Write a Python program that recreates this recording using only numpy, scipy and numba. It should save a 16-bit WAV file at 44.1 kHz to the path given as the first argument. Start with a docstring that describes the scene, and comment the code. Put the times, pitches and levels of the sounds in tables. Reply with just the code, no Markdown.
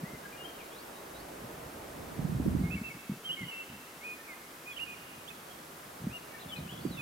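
"""A meadow at the forest edge, where two songbirds whistle short slurred phrases.
Each syrinx radiates a gliding, nearly pure tone, which the trunks scatter back as reverberation.
A breeze rushes softly in the conifers, and its turbulence now and then buffets the microphone,
over a steady hiss and a faint electronic whine. After the strongest gust the stereo image
narrows, then slowly opens again."""
import sys
import numpy as np
from scipy import signal
from scipy.fft import rfft, irfft, next_fast_len
from scipy.io import wavfile
from scipy.ndimage import uniform_filter1d
from numba import njit

SR = 44100
rng = np.random.default_rng(int(sys.argv[2]) if len(sys.argv) > 2 else 0)


def generate_wav(sig):
    """Save sig (samples, or channels by samples) to the path in sys.argv[1] as 16-bit PCM at SR."""
    pcm = np.round(np.clip(np.atleast_2d(sig).T, -1, 1) * 32767).astype(np.int16)
    wavfile.write(sys.argv[1], SR, pcm)


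N = 309141
TIME = np.arange(N) / SR

# Levels and spectral densities are relative within each table; positive pan_db is to the left.
# Still air and hiss, the part common to both sides: frequency_hz, density_db
CALM_MID_SPECTRUM = [(20, -33), (40, -21), (70, -3.5), (100, -12), (160, -3.5), (350, -1), (600, -7),
                     (1300, -3.5), (2400, -9.5), (4000, -13), (7000, -15), (10500, -14), (14000, -15),
                     (16000, -19.5)]
# Still air and hiss, the part in which the sides differ: frequency_hz, density_db
CALM_SIDE_SPECTRUM = [(30, 12), (300, -16), (700, 8.5), (1400, 3.5), (2500, -4), (4500, -10.5),
                      (7000, -10.5), (9500, -25.5), (16000, -44)]
# Rush of the conifers: frequency_hz, density_db
BREEZE_SPECTRUM = [(50, -13), (120, -16), (200, -4), (320, 1), (600, -1), (1000, -7), (1600, -15),
                   (2600, -21), (5000, -51), (12000, -60)]
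# Rise and fall of that rush: time_s, level_db
BREEZE_LEVELS = [(0.0, -53.5), (1.6, -50), (2.55, -49.5), (2.85, -57.5), (4.8, -59), (7.01, -54)]
# The wind's slow push on the microphone, with one long gust: time_s, level_db
GUST_LEVELS = [(0.0, -54), (0.8, -66), (1.2, -55.5), (1.8, -54.5), (2.14, -50), (2.2, -38), (2.6, -30.5),
               (2.85, -48), (3.0, -64), (4.2, -72), (4.7, -60), (6.4, -60), (6.65, -47), (7.01, -44)]
# Short puffs on top of that push: start_s, length_s, level_db
WIND_PUFFS = [(0.0, .07, -43), (.11, .09, -45), (1.39, .14, -45.5), (1.66, .09, -52), (1.92, .18, -47),
              (2.72, .07, -36), (2.93, .08, -45), (3.08, .11, -37.5), (3.27, .09, -50), (3.39, .12, -41),
              (3.67, .16, -45), (3.96, .05, -51), (5.16, .07, -55), (5.85, .06, -52), (5.99, .17, -36),
              (6.44, .06, -44), (6.56, .13, -40), (6.81, .14, -37)]
# Turbulent pressure at the microphone ports: frequency_hz, density_db
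BUFFET_SPECTRUM = [(20, -25), (35, -11), (55, 1.5), (75, 4), (102, -2.5), (145, 5.5), (210, 0), (270, -3.5),
                   (350, -13), (450, -26), (700, -43), (3000, -90)]
# Moving low cut on the wind rumble, deep at first, thinner after the strongest gust: time_s, corner_hz
WIND_LOW_CUT = [(0, 90), (1.1, 26), (2.6, 34), (3.0, 125), (7.0, 80)]
# Notes that sweep or arch: bird, start_s, length_s, entry_hz, middle_hz, exit_hz, level_db, pan_db
SLURRED_NOTES = [ ("far", .025, .155, 1780, 2120, 1980, -52.5, 2),
                 ("far", .568, .068, 3300, 2560, 2080, -52, 4),
                 ("far", .708, .112, 3100, 3800, 5050, -58, 2),
                 ("far", 1.125, .102, 3800, 4030, 5200, -60, 1),
                 ("near", 3.24, .052, 3000, 3190, 3030, -40, -2),
                 ("near", 3.284, .04, 3080, 2860, 3230, -32, -3),
                 ("near", 3.32, .03, 3250, 3170, 3000, -39, -2),
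                 ("near", 3.364, .087, 2160, 2150, 1950, -43, -2),
                 ("near", 4.006, .03, 2200, 2140, 2300, -51, -1),
                 ("near", 4.272, .074, 2320, 2140, 2020, -47, -2),
                 ("far", 4.708, .045, 3430, 3370, 3150, -47.5, -5),
                 ("near", 4.761, .026, 2550, 3100, 2650, -40, -8),
                 ("near", 5.273, .027, 2900, 3370, 3600, -45, -7),
                 ("near", 5.3, .022, 2620, 2550, 2510, -48.5, -9),
                 ("far", 5.336, .04, 4100, 4000, 2700, -58.5, -9),
                 ("far", 5.496, .032, 2955, 3280, 3000, -51.5, -8),
                 ("far", 6.098, .03, 2380, 2520, 2750, -51, 3),
                 ("far", 6.318, .064, 1870, 1790, 1710, -53, 2),
                 ("far", 6.384, .062, 3100, 4050, 2300, -52.5, 2),
                 ("far", 6.482, .044, 3600, 3370, 3130, -46.5, 0),
                 ("near", 6.514, .034, 3120, 3060, 2950, -41.5, 5),
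                 ("near", 6.548, .042, 2600, 2490, 2410, -48, 6),
                 ("far", 6.55, .045, 2750, 4200, 3300, -48, -8),
                 ("far", 6.67, .05, 2380, 2900, 3380, -49.5, 4),
                 ("far", 6.712, .028, 3050, 3420, 3000, -48.5, 3),
                 ("far", 6.738, .028, 3000, 3440, 3050, -49, 3),
                 ("far", 6.768, .03, 3100, 3380, 3400, -54, 3),
                 ("far", 6.795, .125, 4000, 4750, 4150, -60.5, 0),
                 ("far", 6.903, .105, 4280, 3660, 3480, -53.5, 0),
                 ("near", 6.968, .05, 2790, 2570, 2420, -44, -6)]
# Notes that rest on a pitch: bird, start_s, length_s, entry_hz, held_hz, exit_hz, level_db, pan_db
HELD_NOTES = [ ("far", .22, .05, 1730, 1640, 1640, -49, 3), ("far", .312, .056, 2380, 2430, 2600, -54, 5),
              ("far", .355, .088, 2500, 2840, 2900, -52.5, 3),
              ("far", .433, .074, 2950, 3210, 2750, -46, 9), ("far", .918, .075, 3500, 3840, 3850, -60, 3),
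              ("near", 2.625, .078, 2110, 2165, 2080, -50, -10),
              ("near", 2.699, .059, 2300, 2635, 2880, -41, -7),
              ("near", 2.756, .039, 2450, 2210, 2200, -44.5, 4),
              ("near", 2.83, .07, 2600, 2655, 2550, -42.5, -4),
              ("near", 2.896, .033, 2350, 2195, 2220, -45.5, 2),
              ("near", 3.475, .035, 2900, 2960, 2900, -42, -3),
              ("near", 3.502, .145, 2950, 2680, 2660, -42.5, 1),
              ("near", 4.028, .126, 2100, 2478, 2450, -44, -1),
              ("far", 4.18, .065, 1740, 1800, 1780, -55, 2),
              ("near", 4.655, .083, 2350, 2475, 1800, -46.5, -2),
              ("near", 4.785, .062, 2100, 2840, 2700, -38.5, -7),
              ("near", 4.856, .1, 2520, 2485, 1950, -47, -2),
              ("near", 6.122, .064, 2650, 2820, 2500, -43.5, 4),
              ("far", 6.285, .095, 2450, 2260, 2210, -55, 2)]
# Single eddies striking the microphone: start_s, level_db, ring_hz, pan_db
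EDDY_STRIKES = [(0.032, -27, 184, 0), (2.19, -26, 150, -9), (2.244, -24.5, 150, -11),
                (2.346, -22.5, 138, -7), (2.398, -22, 272, -3), (2.461, -19, 290, 0),
                (2.476, -18, 201, -10), (2.548, -19, 253, -12), (2.61, -21, 191, -4),
                (2.635, -23.5, 162, 3), (2.752, -25, 191, 0), (2.813, -25.5, 212, 0),
                (3.094, -22.5, 205, 0), (3.115, -28, 218, 3), (3.429, -32, 158, 0), (6.067, -20, 212, -7),
                (6.585, -34, 168, -2), (6.851, -20.5, 313, -13), (6.907, -31, 223, -4)]
# Corner below which both sides sound alike: time_s, corner_hz
MONO_CORNER = [(0, 347), (1.8, 298), (2.25, 124), (2.58, 134), (2.76, 720), (3.2, 1250), (7.0, 255)]
# Low self-noise of the microphone capsules: frequency_hz, density_db
CAPSULE_SPECTRUM = [(20, -4), (70, 0), (200, -5), (500, 0), (1000, -5), (4000, -45)]


def from_db(db):
    """Amplitude ratio: a factor of ten for every 20 dB."""
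    return 10 ** (np.asarray(db) / 20)


def rms_one(x):
    """Normalisation to unit mean power."""
    return x / np.sqrt(np.mean(x ** 2) + 1e-20)


def in_time(rows):
    """Linear interpolation of (time_s, value) rows at every sample."""
    return np.interp(TIME, *np.transpose(rows))


def hz_in_time(rows):
    """Logarithmic interpolation: frequency glides evenly in octaves."""
    time_s, hz = np.transpose(rows)
    return np.exp(np.interp(TIME, time_s, np.log(hz)))


def coloured(spectrum):
    """Spectral shaping: white noise is weighted by a spectrum, then brought to unit power."""
    hz, density_db = np.transpose(spectrum)
    size = next_fast_len(N)
    bins_hz = np.maximum(np.fft.rfftfreq(size, 1 / SR), 1)
    gain = from_db(np.interp(np.log(bins_hz), np.log(hz), density_db))
    return rms_one(irfft(gain * rfft(rng.standard_normal(size)))[:N])


def drift(bandwidth_hz):
    """Random modulation: low-passed noise of unit spread."""
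    hop, settle = 40, 2000
    low_pass = signal.butter(2, bandwidth_hz, fs=SR / hop, output="sos")
    slow = signal.sosfilt(low_pass, rng.standard_normal(N // hop + settle + 2))[settle:]
    return np.interp(np.arange(N) / hop, np.arange(len(slow)), rms_one(slow))


def stereo(mid, side):
    """Sum and difference: left and right from their common and opposite parts."""
    return np.array([mid + side, mid - side])


def panned(x, pan_db):
    """Constant-power panning: the left gain exceeds the right by pan_db."""
    return rms_one(from_db([[pan_db / 2], [-pan_db / 2]])) * x


@njit
def moving_high_pass(x, corner_hz):
    """State-variable filter: two integrators form a high-pass whose corner can move."""
    out, low, band = np.zeros(len(x)), 0., 0.
    for i in range(len(x)):
        g = np.pi * corner_hz[i] / SR
        out[i] = (x[i] - (np.sqrt(2.) + g) * band - low) / (1 + g * (np.sqrt(2.) + g))
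        low += 2 * g * (g * out[i] + band)
        band += 2 * g * out[i]
    return out


def calm_air(mid_db, side_db):
    """Stationary noise: the even murmur of open country under the microphone's hiss."""
    mid = from_db(mid_db) * coloured(CALM_MID_SPECTRUM)
    side = from_db(side_db) * coloured(CALM_SIDE_SPECTRUM)
    return stereo(mid, side)


def electronic_whine(pitch_hz, level_db):
    """Pure tone: a camera's electronics add one faint, steady sinusoid."""
    return np.sqrt(2) * from_db(level_db) * np.sin(2 * np.pi * pitch_hz * TIME)


def breeze(gain_db, side_db, restless_db, pan_db):
    """Aerodynamic noise: air flowing through the conifers gives a wide, soft rush."""
    rush = stereo(coloured(BREEZE_SPECTRUM), from_db(side_db) * coloured(BREEZE_SPECTRUM))
    level_db = in_time(BREEZE_LEVELS) + gain_db + restless_db * drift(6.8)
    return panned(rush * from_db(level_db), pan_db)


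def wind_strength(rise_share=.38):
    """Incoherent addition: puffs that swell fast and fade slower add in power to the slow push."""
    power = from_db(in_time(GUST_LEVELS)) ** 2
    for start, length, level_db in WIND_PUFFS:
        puff = in_time([(start, 0), (start + rise_share * length, from_db(level_db)), (start + length, 0)])
        power += puff ** 2
    return np.sqrt(power)


def wind_on_microphone(gain_db, side_db, lumpy_db, pan_db):
    """Turbulence: pressure fluctuations at the ports make a lumpy rumble that follows the gust."""
    rumble = stereo(coloured(BUFFET_SPECTRUM), from_db(side_db) * coloured(BUFFET_SPECTRUM))
    local_power = uniform_filter1d(np.mean(rumble ** 2, axis=0), size=3000)
    rumble /= np.sqrt(local_power + 1e-9)   # leaves the slow swell to the wind's strength
    lumps = from_db(gain_db + lumpy_db * drift(41))
    return panned(rumble * wind_strength() * lumps, pan_db)


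def slur_pitch(t, length, entry_hz, middle_hz, exit_hz, arch_power=1.6):
    """Continuous glide: one arc through three pitches, pointed at power 1 and round at 2."""
    position = 2 * t / length - 1
    slope = position * (exit_hz - entry_hz) / 2
    arch = np.abs(position) ** arch_power * ((entry_hz + exit_hz) / 2 - middle_hz)
    return middle_hz + slope + arch


def held_pitch(t, length, entry_hz, held_hz, exit_hz, scoop_s=.026, flick_s=.02):
    """Onset and offset transients: the pitch scoops into the note, holds, then flicks away."""
    scoop = np.maximum(1 - t / scoop_s, 0)
    flick = np.maximum(1 - (length - t) / flick_s, 0)
    return held_hz + (entry_hz - held_hz) * scoop ** 2 + (exit_hz - held_hz) * flick ** 2


def note_envelope(t, length, attack_share=.42, release_share=.27, longest_attack_s=.024):
    """Amplitude envelope: a note swells and fades along quarter sine waves."""
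    attack_s = min(attack_share * length, longest_attack_s)
    ramp = np.minimum(t / attack_s, (length - t) / (release_share * length))
    return np.sin(np.pi / 2 * np.clip(ramp, 0, 1))


def bird(name, right_lag_ms, waver_share, flutter_db):
    """Frequency modulation: the syrinx's nearly pure tone slides through each note and trembles."""
    song = np.zeros((2, N))
    tremble = 1 + waver_share * drift(88)
    for notes, glide in ((SLURRED_NOTES, slur_pitch), (HELD_NOTES, held_pitch)):
        for singer, start, length, *pitches, level_db, pan_db in notes:
            if singer == name:
                span = slice(*np.searchsorted(TIME, [start, start + length]))
                t = TIME[span] - start
                pitch_hz = glide(t, length, *pitches) * tremble[span]
                tone = np.sqrt(2) * np.sin(2 * np.pi * np.cumsum(pitch_hz) / SR)
                song[:, span] += panned(from_db(level_db) * note_envelope(t, length) * tone, pan_db)
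    left, right = song * from_db(flutter_db * drift(39))   # moving air makes a far tone flutter
    return np.array([left, np.interp(TIME - right_lag_ms / 1000, TIME, right)])


def forest_echo(song, t60_s, build_s, correlation, cutoff_hz):
    """Scattering and absorption: trunks return the song as a dying tail; the air absorbs its treble."""
    t = TIME[:int(1.5 * SR)]
    mid, side = rng.standard_normal((2, len(t)))
    scatter = stereo(np.sqrt(1 + correlation) * mid, np.sqrt(1 - correlation) * side)
    tail = scatter * from_db(-60 * t / t60_s) * (1 - np.exp(-t / build_s))
    tail /= np.sqrt(np.sum(tail ** 2) / 2)
    tail = signal.sosfilt(signal.butter(4, cutoff_hz, fs=SR, output="sos"), tail)
    return signal.fftconvolve(song, tail, axes=1)[:, :N]


def eddies(gain_db, rise_cycles, phase_spread_rad):
    """Damped oscillation: each eddy thumps the two ports out of step; higher ones ring shorter."""
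    thumps = np.zeros((2, N))
    t = TIME[:SR // 8]
    for start, level_db, ring_hz, pan_db in EDDY_STRIKES:
        port_phases = phase_spread_rad * rng.standard_normal((2, 1))
        age = t * ring_hz / rise_cycles
        thump = age * np.exp(1 - age) * np.sin(2 * np.pi * ring_hz * t + port_phases)
        at = int(start * SR)
        thumps[:, at:at + len(t)] += panned(from_db(level_db + gain_db) * thump, pan_db)[:, :N - at]
    return signal.sosfilt(signal.butter(2, [55, 750], "band", fs=SR, output="sos"), thumps)


def scene():
    """Superposition: steady background, wind, birdsong and its reverberation add linearly."""
    calm = calm_air(mid_db=-51.5, side_db=-52.5)
    whine = electronic_whine(pitch_hz=13844, level_db=-83.0)
    rush = breeze(gain_db=0.5, side_db=-3.0, restless_db=1.0, pan_db=-2.5)
    rumble = wind_on_microphone(gain_db=0.5, side_db=-3.0, lumpy_db=2.0, pan_db=-5.5)
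    near = bird("near", right_lag_ms=-0.1, waver_share=0.005, flutter_db=1.0)
    far = bird("far", right_lag_ms=0.039, waver_share=0.009, flutter_db=3.0)
    birds = from_db(0.2) * near + from_db(-4.2) * far
    # scatter from the grass and ground blurs each note, the deep forest sustains it
    blur = forest_echo(from_db(-12.5) * near + from_db(-7.0) * far,
                       t60_s=0.16, build_s=0.0037, correlation=0.51, cutoff_hz=4870)
    echo = forest_echo(from_db(-8.0) * near + from_db(-9.0) * far,
                       t60_s=1.5, build_s=0.034, correlation=0.27, cutoff_hz=3400)
    thumps = eddies(gain_db=-1.0, rise_cycles=0.64, phase_spread_rad=0.72)
    buffeting = np.array([moving_high_pass(port, hz_in_time(WIND_LOW_CUT)) for port in rumble + thumps])
    return calm + whine + rush + buffeting + birds + blur + echo


def record(dry):
    """Mid-side filtering: the bass is centred, the capsules add their murmur and the top is cut."""
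    left, right = dry
    mid, side = (left + right) / 2, (left - right) / 2
    corner_hz = hz_in_time(MONO_CORNER)
    side = moving_high_pass(side, corner_hz)
    # a second, time-reversed pass cancels the phase shift of the first
    side = moving_high_pass(side[::-1].copy(), corner_hz[::-1].copy())[::-1]
    murmur = from_db(-72.0) * coloured(CAPSULE_SPECTRUM)
    top_cut = signal.ellip(12, .1, 80, 15900, fs=SR, output="sos")
    return signal.sosfilt(top_cut, stereo(mid, side + murmur))


dry = scene()
out = record(dry)
generate_wav(out)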